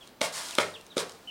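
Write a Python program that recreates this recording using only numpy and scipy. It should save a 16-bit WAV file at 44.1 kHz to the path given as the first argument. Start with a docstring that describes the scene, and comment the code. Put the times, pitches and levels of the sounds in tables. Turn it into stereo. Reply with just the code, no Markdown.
"""A hen flicks dry sand litter about in a cardboard box, heard from just above.
A chick gives a faint falling peep. Then the hen's first stroke thuds on the box floor, crunches
through the grains and throws sprays of sand; the box rings briefly. Stray grains tick down and a
chick peeps before the second stroke and its spray. Two more peeps lead to a quick double stroke
with a last spray. A few grains land, and one more peep ends the scene."""
import sys
import numpy as np
from scipy import signal
from scipy.fft import rfft, irfft
from scipy.io import wavfile

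SR = 44100
rng = np.random.default_rng(int(sys.argv[2]) if len(sys.argv) > 2 else 0)


def int16_out(signal):
    """Quantize to a 16-bit WAV file."""
    q = np.round(np.clip(np.atleast_2d(signal).T, -1, 1) * 32767)
    wavfile.write(sys.argv[1], SR, q.astype(np.int16))


N = 57330
T = np.arange(N) / SR

# tone of the quiet room: (f/Hz, relative level/dB)
ROOM_SPECTRUM = [(20, -14), (32, -4), (45, -3.5), (65, -7), (100, -6), (250, 2), (450, -1.5), (900, -4),
                 (1800, -10.5), (4000, -14), (8000, -25), (16000, -20)]
# stereo width of the room's noise: (f/Hz, side against middle/dB)
ROOM_SPREAD = [(30, 3), (120, -3.5), (400, -4.5), (900, 0.5), (3000, 2), (7000, 1), (14000, 1)]
# stereo width of sounds in the box: (f/Hz, side against middle/dB)
BOX_SPREAD = [(30, -11), (120, -20), (500, -22.5), (1400, -11.5), (3000, -47), (5500, -14.5), (9000, -8.5),
              (13000, 8.5), (16000, 9)]
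# balance of the two microphones: (f/Hz, left against right/dB)
MIC_BALANCE = [(100, -1), (1400, 0), (3000, -0.7), (6000, -4.5), (9500, -1.5), (13000, 0.5)]
# echoes off the box walls: (delay/s, level/dB)
WALL_ECHOES = [(.0034, -7), (.0085, -18.5), (0.0167, -7)]
# notes the air in the box rings at: (f/Hz, relative level/dB, fade/s); a fade is a drop of 60 dB
AIR_NOTES = [(99.2, -50, 0.586), (171.2, -50, 0.514), (259.3, -59, 0.43), (387.6, -43.5, 0.44),
             (447, -54.5, 0.69), (516.3, -43.5, 0.32), (606, -41.5, 0.31), (639, -40.5, 0.11),
             (972, -51, 0.17), (1244, -56, 0.19), (1303, -44, 0.17), (1433, -62, 0.42), (1883, -47, 0.37),
             (2170, -54, 0.16)]
# tone of the tail, the wash of many blurred echoes: (f/Hz, level/dB)
TAIL_SPECTRUM = [(80, -24.5), (250, -6), (550, 4.5), (1300, -1.5), (3000, -6), (8000, -13.5), (16000, -5.5)]
# how long that tail lasts: (f/Hz, fade/s)
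TAIL_FADES = [(100, 0.61), (500, 0.28), (1500, 0.28), (4000, 0.23), (12000, 0.49)]
# chicks' peeps, before slide and quaver: (t/s, length/s, first f/Hz, middle f/Hz, last f/Hz, level/dB)
CHICK_PEEPS = [(0.008, 0.028, 3450, 3323, 2440, -48), (0.519, 0.022, 3340, 2845, 2380, -42),
               (0.737, 0.034, 4100, 3250, 2410, -42), (0.902, 0.029, 4150, 3740, 2920, -47.5),
               (1.273, 0.029, 3150, 3009, 2600, -35.5)]
# litter shifting under the birds: (t/s, level/dB)
LITTER_SHUFFLE = [(0, -61), (0.085, -59), (0.13, -69), (0.2, -69), (0.7, -51), (0.8, -60), (0.9, -63),
                  (1.1, -52.5), (1.2, -61), (1.3, -60.5)]
# thrown sand: (t/s, rise/s, hold/s, fade/s, level/dB, tilt/dB per octave)
SAND_THROWS = [(0.208, 0.035, 0.011, 0.17, -31, 1), (0.32, .035, 0.042, 0.47, -35.5, 2),
               (0.442, 0.01, 0.072, 0.59, -42, 2.3), (0.583, 0.018, 0.014, 0.2, -32.5, -0.56),
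               (0.979, 0.017, 0.0039, .14, -31, 1)]
# tone of moving sand: (f/Hz, relative level/dB)
SAND_SPECTRUM = [(40, -49.5), (100, -3.5), (300, -9), (800, 3), (1500, 2), (2500, -1.5), (4500, 1.5),
                 (6000, -2), (9000, -2.5), (11500, -6.5), (16000, -14)]
# single grains landing: (t/s, level/dB)
GRAIN_TICKS = [(0.0742, -45), (0.4853, -36.5), (0.5086, -33), (0.5518, -26), (0.8109, -45), (0.8653, -44),
               (1.0947, -38), (1.1192, -44)]
# tone of the crunch under the beak: (f/Hz, relative level/dB)
CRUNCH_SPECTRUM = [(40, -54), (90, -39), (200, -24.5), (900, 0), (1750, -14), (2200, -1.5), (2650, -7.5),
                   (3700, 3), (5200, -4.5), (7500, -6), (10000, -7.5), (12000, -12), (16000, -25)]
# notes of the knocked cardboard: (f/Hz, level/dB added to the stroke's knock level, fade/s)
CARDBOARD_NOTES = [(1300, 3, 0.014), (2153, -4, 0.031), (3500, -20, 0.016)]
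# the hen's strokes: (t/s, thud level/dB, thud f/Hz, floor flex level/dB, knock level/dB,
# crunch level/dB, crunch length/s, crunch tilt/dB per octave, ping f/Hz, ping level/dB)
HEN_STROKES = [(0.2139, -21.5, 690, -20, -25, -18.5, 0.00406, -2.74, 3840, -16),
               (0.5844, -14, 584, -54, -13, -18.5, 0.002915, -0.8, 3133, -12),
               (0.9683, -17.5, 482, -19.5, -30.5, -29, 0.0051, -1, 2200, -35),
               (0.9792, -34, 403, -27, -26, -22, 0.0028, 1, 3660, -34)]

ROOM_DB = -53
ECHO_CUTOFF_HZ, TAIL_RISE_S = 1670, 0.014
QUAVER_HZ, QUAVER_DEPTH, QUAVER_DB = 75, 0.018, 2
SLIDE_DEPTH, SLIDE_S = 0.18, 0.003   # each peep slides up onto its pitch
PEEP_ECHO_S, PEEP_ECHO_DB = 0.0062, -7
SAND_GRAINS_PER_S, CRUNCH_GRAINS_PER_S = 7000, 36000   # crushed grains crack far more densely
SHUFFLE_TILT, TICK_TILT = 0.078, 2.4   # dB per octave
TICK_S, BASS_CUT_HZ = 0.0025, 187
ENTRY_S, ENTRY_DB = 0.0051, -14   # the first grains give way just before each stroke lands
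THUD_FADE_S, PING_FADE_S = 0.017, 0.0087
FLEX_HZ, FLEX_FADE_S = 215, 0.0092   # under the thud the floor flexes at a lower pitch
KNOCK_STEP_S = 0.000473   # the higher cardboard notes set in one after another


def from_db(db):
    """Turn decibels into a number to multiply by."""
    return 10 ** (np.asarray(db) / 20)


def at_hz(points, hz):
    """Read between a table's rows, with the octaves evenly spaced."""
    freqs, values = np.transpose(points)
    return np.interp(np.log(np.maximum(hz, 1)), np.log(freqs), values)


def convolve(x, response):
    """Let every sample of a sound set off a copy of the response."""
    return signal.fftconvolve(x, response)[:N]


def keep_band(x, order, hz, kind):
    """Let the lows, the highs or a band through; a higher order cuts more steeply."""
    return signal.sosfilt(signal.butter(order, hz, kind, fs=SR, output="sos"), x)


def colour(x, points, unit=False):
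    """Shape a sound's tone with a dB curve; unit keeps the power of white noise the same."""
    size = 8192
    gain = from_db(at_hz(points, np.fft.rfftfreq(size, 1 / SR)))
    if unit:
        gain = gain / np.sqrt(np.mean(gain ** 2))
    # build the filter so that it never sounds ahead of its input
    cepstrum = irfft(np.log(gain))
    cepstrum[1:size // 2] *= 2
    cepstrum[size // 2 + 1:] = 0
    return convolve(x, irfft(np.exp(rfft(cepstrum))))


def tilted(spectrum, tilt, pivot_hz=3000):
    """Make a tone curve brighter or duller by tilt dB per octave."""
    return [(hz, db + tilt * np.log2(hz / pivot_hz)) for hz, db in spectrum]


def stereo(mid, side, width=BOX_SPREAD):
    """Mix two unrelated sounds into left and right; more side sounds wider."""
    mid = colour(mid, [(hz, -10 * np.log10(1 + from_db(db) ** 2)) for hz, db in width])
    side = colour(side, [(hz, -10 * np.log10(1 + from_db(-db) ** 2)) for hz, db in width])
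    return np.array([mid + side, mid - side])


def ring(start, hz, fade):
    """A pure note that dies away after a tap."""
    age = np.maximum(T - start, 0)
    return np.sin(2 * np.pi * hz * age) * from_db(-60 * age / fade)


def burst(start, length, db):
    """The rounded rise and fall in loudness of a very short contact."""
    return from_db(db) * np.sqrt(np.clip(1 - (2 * (T - start) / length - 1) ** 2, 0, 1))


def grains(loudness, spectrum, per_s=SAND_GRAINS_PER_S, spread_db=2):
    """Many tiny sand clicks, random in time and size, following a loudness curve."""
    hits = rng.random(N) < per_s / SR
    sizes = hits * from_db(spread_db * np.minimum(rng.exponential(1, N), 4))
    clicks = sizes * rng.choice([-1, 1], (2, N))
    clicks = clicks / np.std(clicks)
    return stereo(*[colour(row * loudness, spectrum, unit=True) for row in clicks])


def room_tone():
    """The room adds a soft, steady, low rush."""
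    noise = [colour(row, ROOM_SPECTRUM, unit=True) for row in rng.standard_normal((2, N))]
    return from_db(ROOM_DB) * stereo(*noise, ROOM_SPREAD)


def box(x):
    """The box answers a sound with dull wall echoes, ringing air and a short blurred tail."""
    dull = keep_band(x, 1, ECHO_CUTOFF_HZ, "low")
    echoes = sum(from_db(db) * np.interp(T - delay, T, dull, left=0) for delay, db in WALL_ECHOES)
    air = convolve(x, sum(from_db(db) * ring(0, hz, fade) for hz, db, fade in AIR_NOTES)) / 2
    edges_hz = np.geomspace(60, 16000, 9)
    tail = 0
    for low, high in zip(edges_hz, edges_hz[1:]):
        fade = at_hz(TAIL_FADES, np.sqrt(low * high))
        loudness = np.minimum(T / TAIL_RISE_S, 1) * from_db(-60 * T / fade)
        noise = keep_band(rng.standard_normal((2, N)), 2, [low, high], "band")
        tail = tail + noise * loudness / np.linalg.norm(loudness)
    return echoes + air + stereo(*[convolve(colour(x, TAIL_SPECTRUM), row) for row in tail])


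def chicks():
    """Pure whistles arch and fall with a slight quaver, and echo off the nearest wall."""
    out = np.zeros(N)
    for start, length, first, middle, last, db in CHICK_PEEPS:
        progress = np.clip((T - start) / length, 0, 1)
        quaver = np.sin(2 * np.pi * QUAVER_HZ * (T - start))
        slide = SLIDE_DEPTH * np.exp(-progress * length / SLIDE_S)
        curve = np.polyfit([0, 0.5, 1], [first, middle, last], 2)
        hz = (1 + QUAVER_DEPTH * quaver - slide) * np.polyval(curve, progress)
        loudness = from_db(db + QUAVER_DB * quaver) * np.sqrt(np.abs(np.sin(np.pi * progress)))
        out += loudness * np.sin(2 * np.pi * np.cumsum(hz) / SR)
    return out + from_db(PEEP_ECHO_DB) * np.interp(T - PEEP_ECHO_S, T, out, left=0)


def stray_grains():
    """Single grains land with short, bright ticks."""
    loudness = sum(burst(start, TICK_S, db) for start, db in GRAIN_TICKS)
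    ticks = grains(loudness, tilted(CRUNCH_SPECTRUM, TICK_TILT), CRUNCH_GRAINS_PER_S, spread_db=4)
    return keep_band(ticks, 2, BASS_CUT_HZ, "high")


def sand():
    """Litter shifts faintly under the birds; each thrown spray swells, holds and dies away."""
    shuffle = from_db(np.interp(T, *np.transpose(LITTER_SHUFFLE)))
    out = grains(shuffle, tilted(SAND_SPECTRUM, SHUFFLE_TILT))
    for start, rise, hold, fade, db, tilt in SAND_THROWS:
        swell = np.sqrt(np.clip((T - start) / rise, 0, 1))
        drop_db = 60 * np.maximum(T - start - rise - hold, 0) / fade
        out += grains(swell * from_db(db - drop_db), tilted(SAND_SPECTRUM, tilt))
    return out


def crunches():
    """Each stroke crushes grains under the beak in a dense burst of cracks."""
    out = np.zeros((2, N))
    for start, _, _, _, _, db, length, tilt, _, _ in HEN_STROKES:
        loudness = burst(start, length, db) + burst(start - ENTRY_S, ENTRY_S, db + ENTRY_DB)
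        out += grains(loudness, tilted(CRUNCH_SPECTRUM, tilt), CRUNCH_GRAINS_PER_S, spread_db=2.4)
    return keep_band(out, 2, BASS_CUT_HZ, "high")


def thuds():
    """At each stroke the cardboard floor thuds, flexes and knocks, and the grit pings."""
    out = np.zeros(N)
    for start, thud_db, thud_hz, flex_db, knock_db, _, crunch_s, _, ping_hz, ping_db in HEN_STROKES:
        out += from_db(thud_db) * ring(start, thud_hz, THUD_FADE_S)
        out += from_db(flex_db) * ring(start, FLEX_HZ, FLEX_FADE_S)
        for k, (hz, db, fade) in enumerate(CARDBOARD_NOTES):
            out += from_db(knock_db + db) * ring(start + k * KNOCK_STEP_S, hz, fade)
        out += from_db(ping_db) * ring(start + crunch_s / 2, ping_hz, PING_FADE_S)
    return keep_band(-out, 3, BASS_CUT_HZ, "high")   # the floor gives off little deep bass


def scene():
    """The hen and her chicks sound in the box, in a quiet room."""
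    direct = stray_grains() + crunches() + thuds() + sand() + chicks()
    return room_tone() + direct + box(direct.mean(axis=0))


def record(dry):
    """The right microphone is a little brighter; the very highest treble is cut."""
    left = colour(dry[0], [(hz, db / 2) for hz, db in MIC_BALANCE])
    right = colour(dry[1], [(hz, -db / 2) for hz, db in MIC_BALANCE])
    top_cut = signal.ellip(10, 0.1, 80, 16000, fs=SR, output="sos")   # above 16000 Hz
    return signal.sosfilt(top_cut, np.array([left, right]))


dry = scene()
out = record(dry)
int16_out(out)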